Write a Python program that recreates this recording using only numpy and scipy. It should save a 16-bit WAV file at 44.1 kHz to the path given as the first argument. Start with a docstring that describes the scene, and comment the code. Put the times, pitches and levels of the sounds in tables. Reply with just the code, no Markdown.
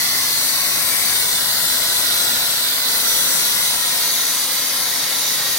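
"""A loud, steady hiss of air from a screw air compressor, in a bare equipment room; motor and rotors hum beneath it.
A hand-held microphone with two ports hovers close by the drain valve of the air tank.
The hiss is noise shaped by resonances; short echoes off hands and tank comb it, so its colour sweeps as they move.
The hum is a set of sine tones whose levels change as the microphone drifts from one spot to another."""
import sys
import numpy as np
from scipy import signal
from scipy.io import wavfile
from scipy.ndimage import uniform_filter1d, map_coordinates

SR = 44100
rng = np.random.default_rng(int(sys.argv[2]) if len(sys.argv) > 2 else 0)


def bounce(signal):
    """Save signal as a 16-bit WAV file at the path given by the first command-line argument."""
    frames = np.transpose(np.atleast_2d(signal))
    limited = np.clip(frames, -1, 1)
    pcm = np.round(limited * 32767).astype(np.int16)
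    wavfile.write(sys.argv[1], SR, pcm)


N = 246078   # samples
FRAME = 1024   # samples in one spectral frame of the hiss


def from_db(db):
    """Decibels to gain."""
    return 10 ** (np.asarray(db) / 20)


def columns_at(rows, where):
    """Every column of a table, joined by straight lines along its first column."""
    first, *columns = np.transpose(rows)
    return [np.interp(where, first, c) for c in columns]


def at_hz(rows, hz):
    """Every column of a spectrum, joined on a log-frequency axis."""
    first, *columns = np.transpose(rows)
    return [np.interp(np.log(hz), np.log(first), c) for c in columns]


def drift(rate_hz):
    """Slow chance with a spread of 1: noise through two equal low-pass poles at rate_hz."""
    step = 40   # samples between the points that are drawn
    pole = np.exp(-2 * np.pi * rate_hz * step / SR)
    noise = rng.standard_normal(N // step + 2002)
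    slow = signal.lfilter([1], [1, -2 * pole, pole * pole], noise)[2000:]   # settled part
    return np.interp(np.arange(N) / step, np.arange(len(slow)), slow / slow.std())


def speckle(shape, size, count):
    """Smooth chance over frequency (count bins) and time (size frames), with a spread of 1."""
    field = rng.standard_normal(shape)
    for _ in range(2):
        field = uniform_filter1d(field, size, axis=-1, mode="wrap")
        field = uniform_filter1d(field, count, axis=-2)
    return field / field.std()


def move(s, at_s, length_s):
    """A smooth change from 0 to 1, halfway at at_s."""
    return .5 + .5 * np.tanh(2 * (s - at_s) / length_s)


# tones of motor, rotors and fan in the room's standing waves, heard from two microphone spots:
# f/Hz, level/dB rms at the first spot, level/dB rms at the second, right minus left/dB
TONES = [(103, -63, -68, -4), (155, -51.5, -54, -2), (260.7, -46.5, -51, -0.5), (315, -56, -63, 1),
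         (525.4, -57, -49.5, -1.5), (750, -63, -72, 2), (870, -55, -51.5, -1), (1000, -58, -55.5, 7)]
STEP_S, STEP_MOVE_S = 1, 2.9   # when and how slowly the microphone drifts between the spots


def hum(waver_db, wander_hz):
    """Machine tones that change with the microphone's spot and waver in pitch, and in level at each port."""
    out = np.zeros((2, N))
    moved = move(np.arange(N) / SR, STEP_S, STEP_MOVE_S)
    for hz, first_db, second_db, right_db in TONES:
        level_db = first_db + (second_db - first_db) * moved
        cycles = np.cumsum(hz + wander_hz * drift(5.6)) / SR
        tone = np.sin(2 * np.pi * (cycles + rng.random()))
        for port, side_db in enumerate([0, right_db]):
            gain = from_db(level_db + side_db + waver_db * drift(4.1))
            out[port] += np.sqrt(2) * gain * tone
    return out


# close echo off the tank, later overall as the microphone backs away;
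# it comes and goes, strongest near 1.5 s, gone from 3.65 s: t/s, delay/ms, strength 0-1
TANK = [(0, 0.66, 0.01), (.4, 0.54, 0), (.88, 0.6, 0.15), (1.5, 0.72, 0.22), (1.8, .771, 0), (2.38, 0.8, 0),
        (2.55, 0.71, 0.1), (2.85, .86, 0.1), (3.65, 0.967, 0), (4.3, 0.92, 0), (4.7, 1, 0), (5.58, 0.97, 0)]
WALL_MS = 4.16   # how much later than the tank the walls echo


def room_pattern(hz, s, shape, low_db, high_db):
    """Wall echoes as chance peaks and dips, own at each port, sliding down as the tank delay grows."""
    depth_db = np.interp(hz, [400, 2000, 5000, 10000], [low_db, high_db, high_db, low_db])
    tank_ms, _ = columns_at(TANK, s)
    stretch = (WALL_MS + tank_ms) / (WALL_MS + tank_ms.max())
    port, band, frame = np.indices(shape)
    places = [port, band * stretch, frame]
    pattern = map_coordinates(speckle(shape, size=14, count=1), places, order=1, mode="nearest")
    gain = from_db(depth_db * pattern / pattern.std())
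    broad_power = uniform_filter1d(gain ** 2, size=11, axis=-2)
    return gain / np.sqrt(broad_power)   # broad bands stay even


BEND_HZ = 1200   # lower notes bend round hands and tank


def reflection(delay_ms, strength, hz):
    """A short echo adds to the direct sound and combs its spectrum; low notes bend round the reflector."""
    turns = hz * delay_ms / 1000
    reflected = strength * hz / np.hypot(hz, BEND_HZ)
    return np.abs(1 + reflected * np.exp(-2j * np.pi * turns))


# echo off the hands as they work a rag beside the valve:
# t/s, delay at the left port/ms, strength 0-1 at the left port (far above BEND_HZ)
HANDS = [(0, 0.29, .14), (.3, 0.33, 0.06), (.82, .363, 0), (1.02, 0.31, .17), (1.22, 0.32, 0.33),
         (1.55, 0.4, 0), (1.75, 0.34, .13), (1.97, 0.36, 0.15), (2.37, 0.34, 0.1), (2.72, 0.36, 0.2),
         (2.93, 0.42, 0.1), (3.1, 0.476, 0.28), (3.3, 0.48, 0.2), (3.55, 0.504, 0.1), (3.78, 0.42, 0.16),
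         (3.95, 0.44, 0.11), (4.08, 0.27, 0.25), (4.35, .298, 0.17), (5, 0.3, 0.17), (5.58, .297, 0)]
HAND_RIGHT_SHARE, HAND_RIGHT_SOONER_MS = 0.16, 0.082   # right port: share of strength, earlier arrival


def echoes(hz, s):
    """The hands reflect into both ports, the tank into the left one."""
    hand_ms, hand_strength = columns_at(HANDS, s)
    tank_ms, tank_strength = columns_at(TANK, s)
    left = reflection(hand_ms, hand_strength, hz) * reflection(tank_ms, tank_strength, hz)
    right = reflection(hand_ms - HAND_RIGHT_SOONER_MS, HAND_RIGHT_SHARE * hand_strength, hz)
    return np.array([left, right])


# bands of the hiss that flare up or sink as the hands pass close by:
# t/s at the height, length/s, centre f/Hz, glide/Hz per s, left lift/dB, right lift/dB
FLARES = [(0.09, 0.46, 2050, -6, 6, 6.5), (.6, 0.77, 3260, 4, -4, -7), (0.907, 0.24, 4200, -3, -1, -4),
          (0.996, 0.64, 2250, 0, 7.5, 8.5), (1.05, 0.25, 8040, 1, 1.5, 5),
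          (1.2, 0.44, 8630, -2500, 2.5, -1), (1.5, 0.77, 2590, 5, -4.5, -8), (2.2, 3.1, 1467, -53, 8, 6.5),
          (2.72, 0.46, 6500, -1500, -2, 2), (2.96, 0.15, 670, 0, 0, 9), (3.1, 0.39, 420, 0, 4, 7),
          (3.3, 1.5, 3450, 0, 0.5, 0), (3.3, 1.9, 10800, -1500, 2, 1), (3.3, .25, 14500, 0, 2, -1),
          (3.63, .35, 11700, 10, -0.5, 4), (2.25, .3, 690, 0, 2, 2), (2.1, 1, 11520, 0, 1, 0),
          (5.1, 1.6, 14600, 0, 0, 1), (4.12, 0.3, 11700, 0, 0, 5)]
FLARE_WIDTH = 0.079   # spread of the bell, as a share of the centre frequency


def flares(hz, s):
    """Each flare is one peak or dip, gliding or still, that comes and goes: gain at each port."""
    lift_db = 0
    for at_s, length_s, centre, glide, left_db, right_db in FLARES:
        since_s = s - at_s
        swell = np.exp(-(2 * since_s / length_s) ** 2)
        off_centre = hz - centre - glide * since_s
        peak = np.exp(-.5 * (off_centre / (FLARE_WIDTH * centre)) ** 2)
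        lift_db = lift_db + np.multiply.outer([left_db, right_db], swell * peak)
    return from_db(lift_db)


FLUTTER_DB, FLUTTER_ABOVE_HZ = 1.55, 5100   # spread far above the corner, and the corner


def flutter(hz, shape):
    """The treble of the hiss wavers in patches over neighbouring bands, several times a second."""
    share = hz / np.hypot(hz, FLUTTER_ABOVE_HZ)
    return from_db(FLUTTER_DB * speckle(shape, size=7, count=16) * share)


# an arm reaches across to the valve handle and stays there
ARM_S, ARM_MOVE_S = 3.99, 0.28
# level of the low rush, which sags while the hands cup the valve; only its swing about the mean counts:
# t/s, level/dB
RUSH_LEVEL = [(0, -38), (.55, -35), (1.15, -35.3), (1.5, -35.5), (1.8, -34.5), (2.35, -33.5), (2.66, -39),
              (2.83, -36), (2.92, -33.5), (3.2, -33.5), (3.8, -36), (4.3, -37), (5.58, -35.5)]
# level of the treble, again only its swing: t/s, level/dB
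TREBLE_LEVEL = [(0, -20.5), (.2, -20), (.85, -19), (1.15, -19.5), (1.45, -20), (1.65, -19), (1.8, -19),
                (2.38, -19.5), (2.46, -22), (2.85, -24.8), (2.89, -21), (3.3, -18.5), (3.7, -20),
                (4.2, -23.5), (4.35, -23.5), (5.58, -24)]
# how far each register follows those swings:
# f/Hz, dB per dB of rush at both ports, dB per dB of treble at the left port, the same at the right
FOLLOWS = [(80, -0.1, 1.5, 0), (450, 1, 0, 0), (1200, 0.26, 0, 0), (2500, 0.14, 0.3, 0.042),
           (4000, 0, 0.1, 0.033), (6000, 0, 1, 0.53), (8450, 0, 0.66, .4), (15000, 0, 0.5, .45)]
# how the arm, once across, shades and recolours the hiss: f/Hz, left level/dB, right level/dB
ARM_COLOUR = [(60, 1, -4), (190, 1, 2), (410, 0, 5), (715, -3, 0.5), (1480, 4, 0), (2400, 0, 2.5),
              (2980, -1.5, -2), (3600, -0.5, -5.5), (4160, 1.5, -3), (4600, -1, 1), (5300, 1.5, 1),
              (6240, 5, 3), (8300, -0.5, 0.5), (11000, 1.5, 2), (13000, 1.5, 1), (15000, -0.5, -0.5)]


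def exposure(hz, s):
    """Rush and treble swell and sink as microphone and hands move; the arm shades and recolours them."""
    rush_db, = columns_at(RUSH_LEVEL, s)
    treble_db, = columns_at(TREBLE_LEVEL, s)
    with_rush, *with_treble = at_hz(FOLLOWS, hz)
    rush_part_db = with_rush * (rush_db - rush_db.mean())
    treble_part_db = np.array(with_treble) * (treble_db - treble_db.mean())
    arm_db = np.array(at_hz(ARM_COLOUR, hz)) * move(s, ARM_S, ARM_MOVE_S)
    return from_db(rush_part_db + treble_part_db + arm_db)


# how alike the two ports hear the air:
# f/Hz, coherence 0-1, lag of the right port/rad, the same behind the arm/rad, scatter of the lag/rad
PORTS = [(40, 0.45, .05, 1.2, .1), (250, 0.8, .05, -1, 0.17), (950, 0.76, 0.61, 0, 0.42),
         (1840, 0.63, 0.28, 0.3, 0.37), (2130, 0.6, 1.5, -0.5, 0.3), (2660, 0.33, 2.63, 1.1, 0.29),
         (3300, 0.68, 3, 0.5, 0.27), (3910, 0.66, 3.4, 0.8, 0.81), (4290, 0.14, 3.4, 2, 0.62),
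         (4570, 0.57, 2.8, 1.5, 0.79), (4920, .45, 5, 0, 1.5), (5360, 0.8, 5.2, 8.5, 0.96),
         (6150, 0.56, 7.5, 4.5, 1), (6900, 0.78, 8.8, 8.5, 1.5), (7340, 0.96, 12.9, 11, 1.3),
         (8600, 0.8, 15, 17.5, 1.6), (15000, 0.6, 15.3, 14, 2.1)]


def right_port(left, other, hz, s):
    """The right port hears part of the left one's air with a lag that the arm changes and chance scatters."""
    alike, open_lag, arm_lag, scatter = at_hz(PORTS, hz)
    alike = np.clip(alike, 0, 1)
    lag = open_lag + (arm_lag - open_lag) * move(s, ARM_S, ARM_MOVE_S)
    lag = lag + scatter * speckle(left.shape, size=24, count=3)
    return alike * np.exp(-1j * lag) * left + np.sqrt(1 - alike ** 2) * other


def resonance(hz, centre, width, left_db, right_db):
    """One bell-shaped peak in the hiss: power per Hz at each port."""
    bell = (1 + ((hz - centre) / (0.88 * width)) ** 2) ** -2
    return np.array([from_db(left_db) ** 2 * bell, from_db(right_db) ** 2 * bell])


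# Levels of the next three tables are those before echoes, flares, exposure, room and flutter.
# rush of the machine and hiss of the air at the two ports: f/Hz, left level/dB per Hz, right level/dB per Hz
AIR = [(25, -83, -89), (55, -70.5, -77), (104, -67, -69), (367, -67, -73.5), (696, -64, -66),
       (1200, -66.5, -65.5), (2540, -65, -67), (3350, -59, -60), (3600, -58, -59), (4850, -58, -59.5),
       (6820, -65.5, -60), (7350, -62, -65.5), (8430, -56, -71.5), (11100, -57, -66.5), (12100, -58, -67.5),
       (15800, -59.5, -64.5)]
# resonances that the hiss excites: f/Hz, nominal width/Hz, left level/dB per Hz, right level/dB per Hz
RESONANCES = [(670, 62, -66.5, -72), (1390, 87, -71, -64), (1520, 120, -74.5, -74), (1972, 295, -69.5, -57),
              (3566, 280, -76, -54), (4660, 137, -68, -53), (5600, 1100, -75, -64)]
# resonances that wander as microphone and hands move: nominal width/Hz,
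# path of (t/s, f/Hz, left level/dB per Hz, right level/dB per Hz)
WANDERING = [ (84, [(0, 1073, -63, -61), (.7, 1060, -59, -61), (1.3, 1015, -58, -66), (2.3, 1040, -62, -68),
             (3, 1020, -60, -65), (3.7, 985, -56, -61), (4.4, 1010, -62, -64), (5.58, 1000, -61, -65)]),
             (211, [(0, 4200, -64, -49), (.7, 3990, -63, -52.5), (1.2, 4090, -58, -49.5),
             (2.3, 4030, -60, -47), (3.3, 4050, -65, -50), (3.8, 3950, -56, -50.5),
             (4.15, 3920, -55, -44.5), (4.5, 3890, -71, -50.5), (5.58, 3890, -59, -47.5)]),
             (190, [(0, 4550, -50, -53), (.7, 4450, -51, -56), (1.3, 4690, -55, -68), (2.2, 4380, -54, -71),
             (2.8, 4600, -53, -52), (3.2, 4425, -62, -59), (4.1, 4460, -68, -55), (4.6, 4410, -57, -63),
             (5.58, 4540, -53.5, -61)]), (360, [(0, 5750, -64, -54.5), (1.2, 5900, -72, -68),
             (2.88, 6000, -72, -70), (3.05, 5900, -70, -51), (3.55, 5850, -73, -56), (3.85, 6000, -70, -59),
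             (4.15, 6100, -59, -54), (4.45, 6100, -74, -58), (5.58, 6300, -70, -61)])]


def air_colour(hz, s):
    """Broad turbulence plus its steady and wandering resonances: gain per root Hz at each port."""
    power = from_db(at_hz(AIR, hz)) ** 2
    for centre, width, left_db, right_db in RESONANCES:
        power = power + resonance(hz, centre, width, left_db, right_db)
    for width, path in WANDERING:
        centre, left_db, right_db = columns_at(path, s)
        power = power + resonance(hz, centre, width, left_db, right_db)
    return np.sqrt(power)


def hiss():
    """Turbulent air, coloured by resonances and moving reflections, partly alike at the two ports."""
    noise = rng.standard_normal((2, N)) * np.sqrt(SR / 2)   # unit power per Hz
    hz, s, (left, other) = signal.stft(noise, SR, nperseg=FRAME)
    hz = np.maximum(hz, 10)[:, None]
    ports = np.array([left, right_port(left, other, hz, s)])
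    ports = ports * air_colour(hz, s)
    ports = ports * echoes(hz, s) * flares(hz, s) * exposure(hz, s)
    ports = ports * room_pattern(hz, s, ports.shape, low_db=2.2, high_db=5.0)
    ports = ports * flutter(hz, ports.shape)
    _, sound = signal.istft(ports, SR, nperseg=FRAME)
    return sound[:, :N]


def scene():
    """Hiss over hum."""
    return hiss() + hum(waver_db=2.0, wander_hz=1.29)


CUTOFF_HZ = 15850


def record(dry):
    """The microphone drops the deep bass; the top is cut steeply."""
    bass_cut = signal.butter(2, 42, "high", fs=SR, output="sos")
    top_cut = signal.ellip(14, .1, 80, CUTOFF_HZ, fs=SR, output="sos")   # ripple and stopband in dB
    return signal.sosfilt(top_cut, signal.sosfilt(bass_cut, dry))


dry = scene()
out = record(dry)
bounce(out)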